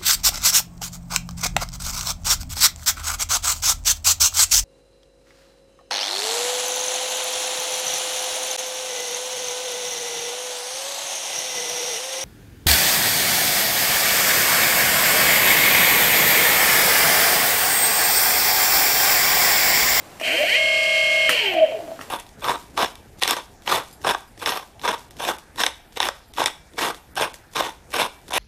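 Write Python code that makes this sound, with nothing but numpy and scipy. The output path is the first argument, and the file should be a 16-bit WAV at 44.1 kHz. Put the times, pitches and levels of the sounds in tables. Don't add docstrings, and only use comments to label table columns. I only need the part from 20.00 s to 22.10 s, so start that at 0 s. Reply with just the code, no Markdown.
import sys
import numpy as np
from scipy import signal
from scipy.fft import rfft, irfft
from scipy.io import wavfile

SR = 44100
rng = np.random.default_rng(int(sys.argv[2]) if len(sys.argv) > 2 else 0)


def volts(x):
    e = np.asarray(x, float) / 20
    return 10 ** e


def transcribe(signal):
    frames = np.atleast_2d(signal).T
    limited = np.clip(frames, -1, 1)
    pcm = np.round(limited * 32767).astype(np.int16)
    wavfile.write(sys.argv[1], SR, pcm)


N = 92610
T = np.arange(N) / SR

FULL_HZ, STEPS_PER_TURN, CHOPPER_HZ = 540.82, 16, 16048.
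BRAKE_ON_S, DRIVE_OFF_S, WHISTLE_TOP_HZ = 1.28, 1.54, 13600
FRONT_PASSES, REAR_PASSES = 4.9262, 4.9068

# t/s, speed/share of full
SPEED = [(.197, .1), (.24, .231), (.3, .337), (.35, .416), (.398, .473), (.448, .575), (.472, .655),
         (.518, .812), (.568, 1), (1.275, 1), (1.31, .94), (1.38, .843), (1.46, .74), (1.54, .64),
         (1.63, .53), (1.77, .355), (1.92, .165), (2.0, .07)]
# t/s, notch shake level/dB, drive current level/dB, magnet level/dB, rattle level/dB
RUN = [(.197, 7, -18, -25, -5.5), (.25, 6, -2, -19, 10), (.32, 10, 0.5, -13, 11), (.37, 3, 0.5, 1.5, 8),
       (.44, 2, -0.5, 5.5, 7.5), (.485, 0, 1, -16, 9), (.568, 1, 0, -1, 7.5), (.6, 0, 0, 0, 0),
       (1.275, 0, 0, 0, 0), (1.3, -2, -13, -6, 6), (1.38, -2, -7.5, -2, 9.5), (1.5, 3.5, -8, -2, 4.5),
       (1.57, 5.5, -15, 3.5, 1), (1.64, 7, -22.5, 4.5, -2.5), (1.7, 4.5, -28, -5.5, -6),
       (1.81, 9, -45, -6, -24), (1.92, 2, -44, -19, -35), (1.97, -9, -57, -30, -40)]
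# t/s, once-a-step cogging level/dB, bright grit level/dB, end-bell ring level/dB (not sounded)
SHAKE = [(.197, -25, -20, -24), (.25, -25, 7.5, -8), (.4, -14, 8.5, -4), (.46, -9, 8, -1), (.52, -8, 9, 1),
         (.555, 6.5, 10, 2), (.6, -0.5, 8, -17), (1.275, 0.5, 8, -21), (1.31, 8, 8, -9), (1.39, 2.5, 9, -2),
         (1.44, 12, 5, 2), (1.52, 12, -4, 12), (1.56, 10, -15, 2.5), (1.62, 6, -28, 0),
         (1.67, -18, -25, -10), (1.8, -25, -30, -21), (1.97, -36, -40, -32)]
# rate/multiple of the step rate, level at full speed/dB
DRIVE = [(3, -40), (4, -21), (5, -33), (7, -56), (8, -45), (9, -52), (10, -48), (11, -52), (13, -56),
         (14, -53), (15, -58), (16, -62), (17, -64)]
# rate/multiple of the step rate, level as if at full speed/dB
PULL = [(4, -27.5), (5, -26.5), (6, -38), (7, -46), (8, -45.5), (9, -50.5), (10, -49), (11, -55.5),
        (12, -57), (13, -58.5), (14, -61)]
# rate/cycles per turn, level at full speed/dB
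COGGING = [(30, -58), (32, -48.5), (35, -45.5), (36, -53)]
# rate/cycles per turn, level at full speed/dB
ROTOR = [(14, -58), (15, -60), (17, -42), (18, -37), (19, -31), (20, -46), (21, -51), (22, -58), (33, -62),
         (36, -60), (37, -54), (44, -56), (46, -58), (49, -44), (50, -53), (62, -40), (63, -46), (65, -40),
         (71, -42), (81, -47), (82, -42), (86, -46), (130, -52), (132, -52), (158, -55)]
# rate/multiple of the ball pass rate, level at full speed/dB
FRONT = [(11, -54), (12, -44), (14, -46), (15, -39), (16, -40), (17, -33), (21, -57), (25, -52)]
# rate/multiple of the ball pass rate, level at full speed/dB
REAR = [(18, -40), (19, -29), (20, -39), (28, -52), (35, -52)]
# distance below the chopper/steps, level at full speed/dB
CHOPS = [(2, -75), (3, -75), (4, -64), (5, -70), (6, -60), (7, -61), (8, -64), (9, -56), (10, -60),
         (11, -57), (12, -66), (14, -53), (16, -53), (18, -58), (20, -52)]
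# t/s, peak level/dB
LURCHES = [(0.434, -11), (1.547, -13), (1.564, -19), (1.609, -11), (1.639, -13.5), (1.722, -18.5),
           (1.744, -21), (1.799, -19), (1.883, -25.5), (1.892, -26), (1.904, -25.5), (1.916, -25.5)]
# f/Hz, width/Hz, level/dB
HOUSING = [(280, 80, -18), (637.5, 52, -1.5), (1146, 290, -21.5), (1570, 303, -13), (1964, 150, -5.5),
           (2236, 74, 0), (2432, 116, -0.5), (2790, 220, -1), (3123, 63, 4), (3334, 100, -9),
           (4410, 500, -15.5), (5640, 1200, -19.5), (8000, 1700, -27), (12200, 3300, -45.5)]
# f/Hz, width/Hz, level/dB
SHELL = [(3690, 260, -10.5), (4280, 460, 2), (5120, 480, -4), (5860, 410, -5), (6970, 450, -8),
         (7570, 350, -8), (8400, 690, -11.5), (9880, 270, -14), (11500, 1400, -25.5), (12800, 700, -23.5)]
# f/Hz, width/Hz, level/dB
END_BELL = [(3100, 39, 0.5), (2846, 94, -9.5), (2310, 52, -14)]
# f/Hz, width/Hz, level/dB
MOUNT = [(279, 70, -13), (648.7, 34, 2.5)]
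# f/Hz, width/Hz, level/dB
WHISTLE = [(13360, 1600, 0.5), (9750, 310, 4.5), (8000, 7700, -1.5)]
# t/s, peak level/dB, dullness/0-1
CLACKS = [
    (0.199, -27, 0.44),
    (0.2131, -28, 0.4),
    (1.293, -6.5, 0.38),
    (1.3, -20.5, 0.6),
    (1.536, -30, 0.4),
    (1.8027, -44, .3),
    (1.992, -30, 1),
    (2.008, -37, 0.3),
    (2.012, -25, 0.6),
    (2.021, -32, 0.6),
]
# f/Hz, level/dB, time to fall 60 dB/s
BENCH = [(296, -15, 0.081), (1010, -28, 0.033), (1360, -2, 0.023), (1900, 7, 0.012), (2840, 5, 0.0089),
         (5700, 1.5, 0.0092), (8380, -4, 0.0092), (9320, -2, 0.0093), (12100, -39, .008)]
# f/Hz, level/dB
AIR = [(25, -10.5), (100, -3.5), (330, -4.5), (650, -4), (1300, -11.5), (4000, -18.5), (10000, -24),
       (16000, -26)]
# f/Hz, level/dB
HUM = [(99, -62), (7558, -64), (5932, -72)]


def in_time(rows):
    s, *columns = np.transpose(rows)
    return [np.interp(T, s, column) for column in columns]


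def drift(rate):
    knots = rng.standard_normal(int(N / SR * 60) + 2)
    return np.interp(T * rate, np.arange(len(knots)), knots)


def butter(x, order, hz, kind="low"):
    return signal.sosfilt(signal.butter(order, hz, kind, fs=SR, output="sos"), x)


def resonators(peaks):
    for k, (hz, width, db) in enumerate(peaks):
        r = np.exp(-np.pi * width / SR)
        b = volts(db) * (-1) ** k * (1 - r * r) / 2 * np.array([1, 0, -1])
        yield b, [1, -2 * r * np.cos(2 * np.pi * hz / SR), r * r]


def ring(x, peaks):
    return sum(signal.lfilter(b, a, x) for b, a in resonators(peaks))


def ring_gain(peaks, hz):
    return abs(sum(signal.freqz(b, a, [hz], fs=SR)[1][0] for b, a in resonators(peaks)))


def tones(turns, rows, peaks, base_hz=0, flutter_db=0):
    out = 0
    for per_turn, db in rows:
        full_speed_hz = base_hz + per_turn * FULL_HZ / STEPS_PER_TURN
        level_db = db + 0.6 * drift(12.1) + flutter_db * drift(35.1)
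        gain = volts(level_db) * np.sqrt(2) / ring_gain(peaks, full_speed_hz)
        out = out + gain * np.sin(2 * np.pi * (base_hz * T + per_turn * turns + rng.random()))
    return out


def motor():
    notch_db, current_db, magnet_db, rattle_db = in_time(RUN)
    cog_db, bright_db, bell_db = in_time(SHAKE)
    speed, = in_time(SPEED)
    on = (T > RUN[0][0]) * np.clip((RUN[-1][0] - T) / 0.02, 0, 1)
    load = np.minimum((1 - speed) * 20, 1)
    turns = np.cumsum(speed * on) * FULL_HZ / STEPS_PER_TURN / SR
    kicks = step_kicks(turns, load)
    dull, bright = grit(speed, load)
    force = volts(current_db) * (drive_steps(turns, speed, load) + volts(-18.5) * kicks)
    force += cogging(turns, speed, load, magnet_db, cog_db)
    force += volts(36 * (speed - 1)) * tones(turns, ROTOR, HOUSING)
    force += volts(rattle_db) * dull + bearings(turns, speed)
    shove = kicks * on * volts(-17 + notch_db + 2.14 * drift(29.93)) + lurches()
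    low = butter(ring(shove, MOUNT) + ring(force * on, HOUSING), 4, 240, "high")
    shell = ring(bright * on * volts(bright_db - 23.5), SHELL)
    end_bell = 0
    whistle = chopper(turns, speed, load, current_db, rattle_db) * on * (T < DRIVE_OFF_S)
    return low + shell + end_bell + ring(whistle, WHISTLE)


def drive_steps(turns, speed, load):
    flutter_db = 2.5 * load
    drive, pull = (tones(turns, [(k * STEPS_PER_TURN, db) for k, db in rows], HOUSING, 0, flutter_db)
                   for rows in (DRIVE, PULL))
    return drive * volts(85 * (speed - 1)) + butter(pull, 4, 1440, "high") * load


def step_kicks(turns, load):
    steps = np.floor(turns * STEPS_PER_TURN + 0.04 * drift(50))
    new_step = np.diff(steps, prepend=0) > 0
    return new_step * volts(5.5 * rng.standard_normal(N)) * np.sqrt(SR / FULL_HZ) * load


def cogging(turns, speed, load, magnet_db, cog_db):
    flutter_db = 2.5 * load
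    teeth = volts(magnet_db) * tones(turns, COGGING, HOUSING, 0, 5 * load)
    once_a_step = volts(cog_db) * tones(turns, [(STEPS_PER_TURN, -40)], HOUSING, 0, flutter_db)
    surge = tones(turns, [(3 * STEPS_PER_TURN / 2, -37)], HOUSING, 0, flutter_db)
    starting = np.clip((0.46 - speed) * 20, 0, 1) * (T < 1)
    return teeth + once_a_step + starting * surge


def grit(speed, load):
    rough = rng.standard_normal(N) * volts(2 * rng.standard_normal(N))
    rub = volts(-7.5 + 1.56 * drift(50.1)) * signal.lfilter([1, -.8], [1], rough)
    dull = butter(rub, 4, 3400)
    climbing = load * (T < BRAKE_ON_S) * np.clip((1 - speed) * 2, 0, 1)
    return dull + climbing * (butter(rub, 4, 2650) - dull), rub - dull


def bearings(turns, speed):
    balls = sum(tones(turns, [(k * passes, db) for k, db in rows], HOUSING)
                for passes, rows in ((FRONT_PASSES, FRONT), (REAR_PASSES, REAR)))
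    return balls * (1 + 0.41 * np.sin(2 * np.pi * turns)) * volts(42 * (speed - 1))


def lurches():
    knocks = np.full(N, 1e-18)
    for s, db in LURCHES:
        knocks[int(s * SR)] += volts(db + 41)
    return butter(knocks, 2, [517, 776], "band")


def chopper(turns, speed, load, current_db, rattle_db):
    braking = T > BRAKE_ON_S
    out = 0
    for k, db in CHOPS:
        hz = CHOPPER_HZ - k * speed * FULL_HZ
        too_high_db = np.clip((hz - WHISTLE_TOP_HZ) / 20, 0, 30)
        change_db = 4 - braking - 2 * max(k - 6, 0) - too_high_db + .5 * np.minimum(rattle_db, 0)
        out = out + volts(load * change_db) * tones(turns, [(-k * STEPS_PER_TURN, db)], WHISTLE, CHOPPER_HZ)
    hiss_db = np.where(T < BRAKE_ON_S, -35.5 + .5 * current_db, -69 + .5 * rattle_db)
    return out + load * volts(hiss_db) * butter(rng.standard_normal(N), 8, WHISTLE_TOP_HZ)


def clacks():
    hits, rustle, t = np.full(N, 1e-18), np.zeros(N), np.arange(SR // 5) / SR
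    for s, db, dull in CLACKS:
        i, dull = int(s * SR), np.clip(dull, 0, .97)
        noise = signal.lfilter([np.sqrt(1 - dull ** 2)], [1, -dull], rng.standard_normal((2, len(t))))
        noise = noise[:, :N - i] * volts(db)
        hits[i:i + len(t)] += noise[0] * np.exp(-t[:N - i] / 0.0014)
        rustle[i:i + len(t)] += noise[1] * np.exp(-t[:N - i] / 0.031) * volts(-15)
    hits, rustle = butter([hits, rustle], 2, 250, "high")
    out = rustle + volts(-17) * hits
    for hz, db, t60 in BENCH:
        r, w = volts(-60 / (t60 * SR)), 2 * np.pi * hz / SR
        out += signal.lfilter([0, volts(db - 24) * np.sin(w)], [1, -2 * r * np.cos(w), r * r], hits)
    return out


def room(x):
    t = np.arange(SR // 2) / SR
    tail = signal.lfilter([1], [1, -.6], rng.standard_normal(len(t)))
    tail *= volts(-60 * t / 0.39) * (t > .006)
    return volts(-15) * signal.fftconvolve(x, tail / np.sqrt(np.sum(tail ** 2)))[:N]


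def air():
    hz, db = np.transpose(AIR)
    shape = volts(np.interp(np.log(np.arange(N // 2 + 1) * SR / N + 1), np.log(hz), db))
    noise = irfft(rfft(rng.standard_normal(N)) * shape, N)
    out = volts(-44) * noise / np.sqrt(np.mean(noise ** 2))
    return out + sum(volts(db + 2.5 + 2 * drift(14)) * np.sin(2 * np.pi * hz * T) for hz, db in HUM)


def scene():
    near = motor() + clacks()
    return (near + room(near) + air())[None]


def band_limit(x):
    return signal.sosfilt(signal.butter(12, 16720, fs=SR, output="sos"), x)


def record(dry):
    mix = signal.sosfilt(signal.cheby2(10, 50, 15950, fs=SR, output="sos"), dry)
    return band_limit(mix)


dry = scene()
out = record(dry)
transcribe(out)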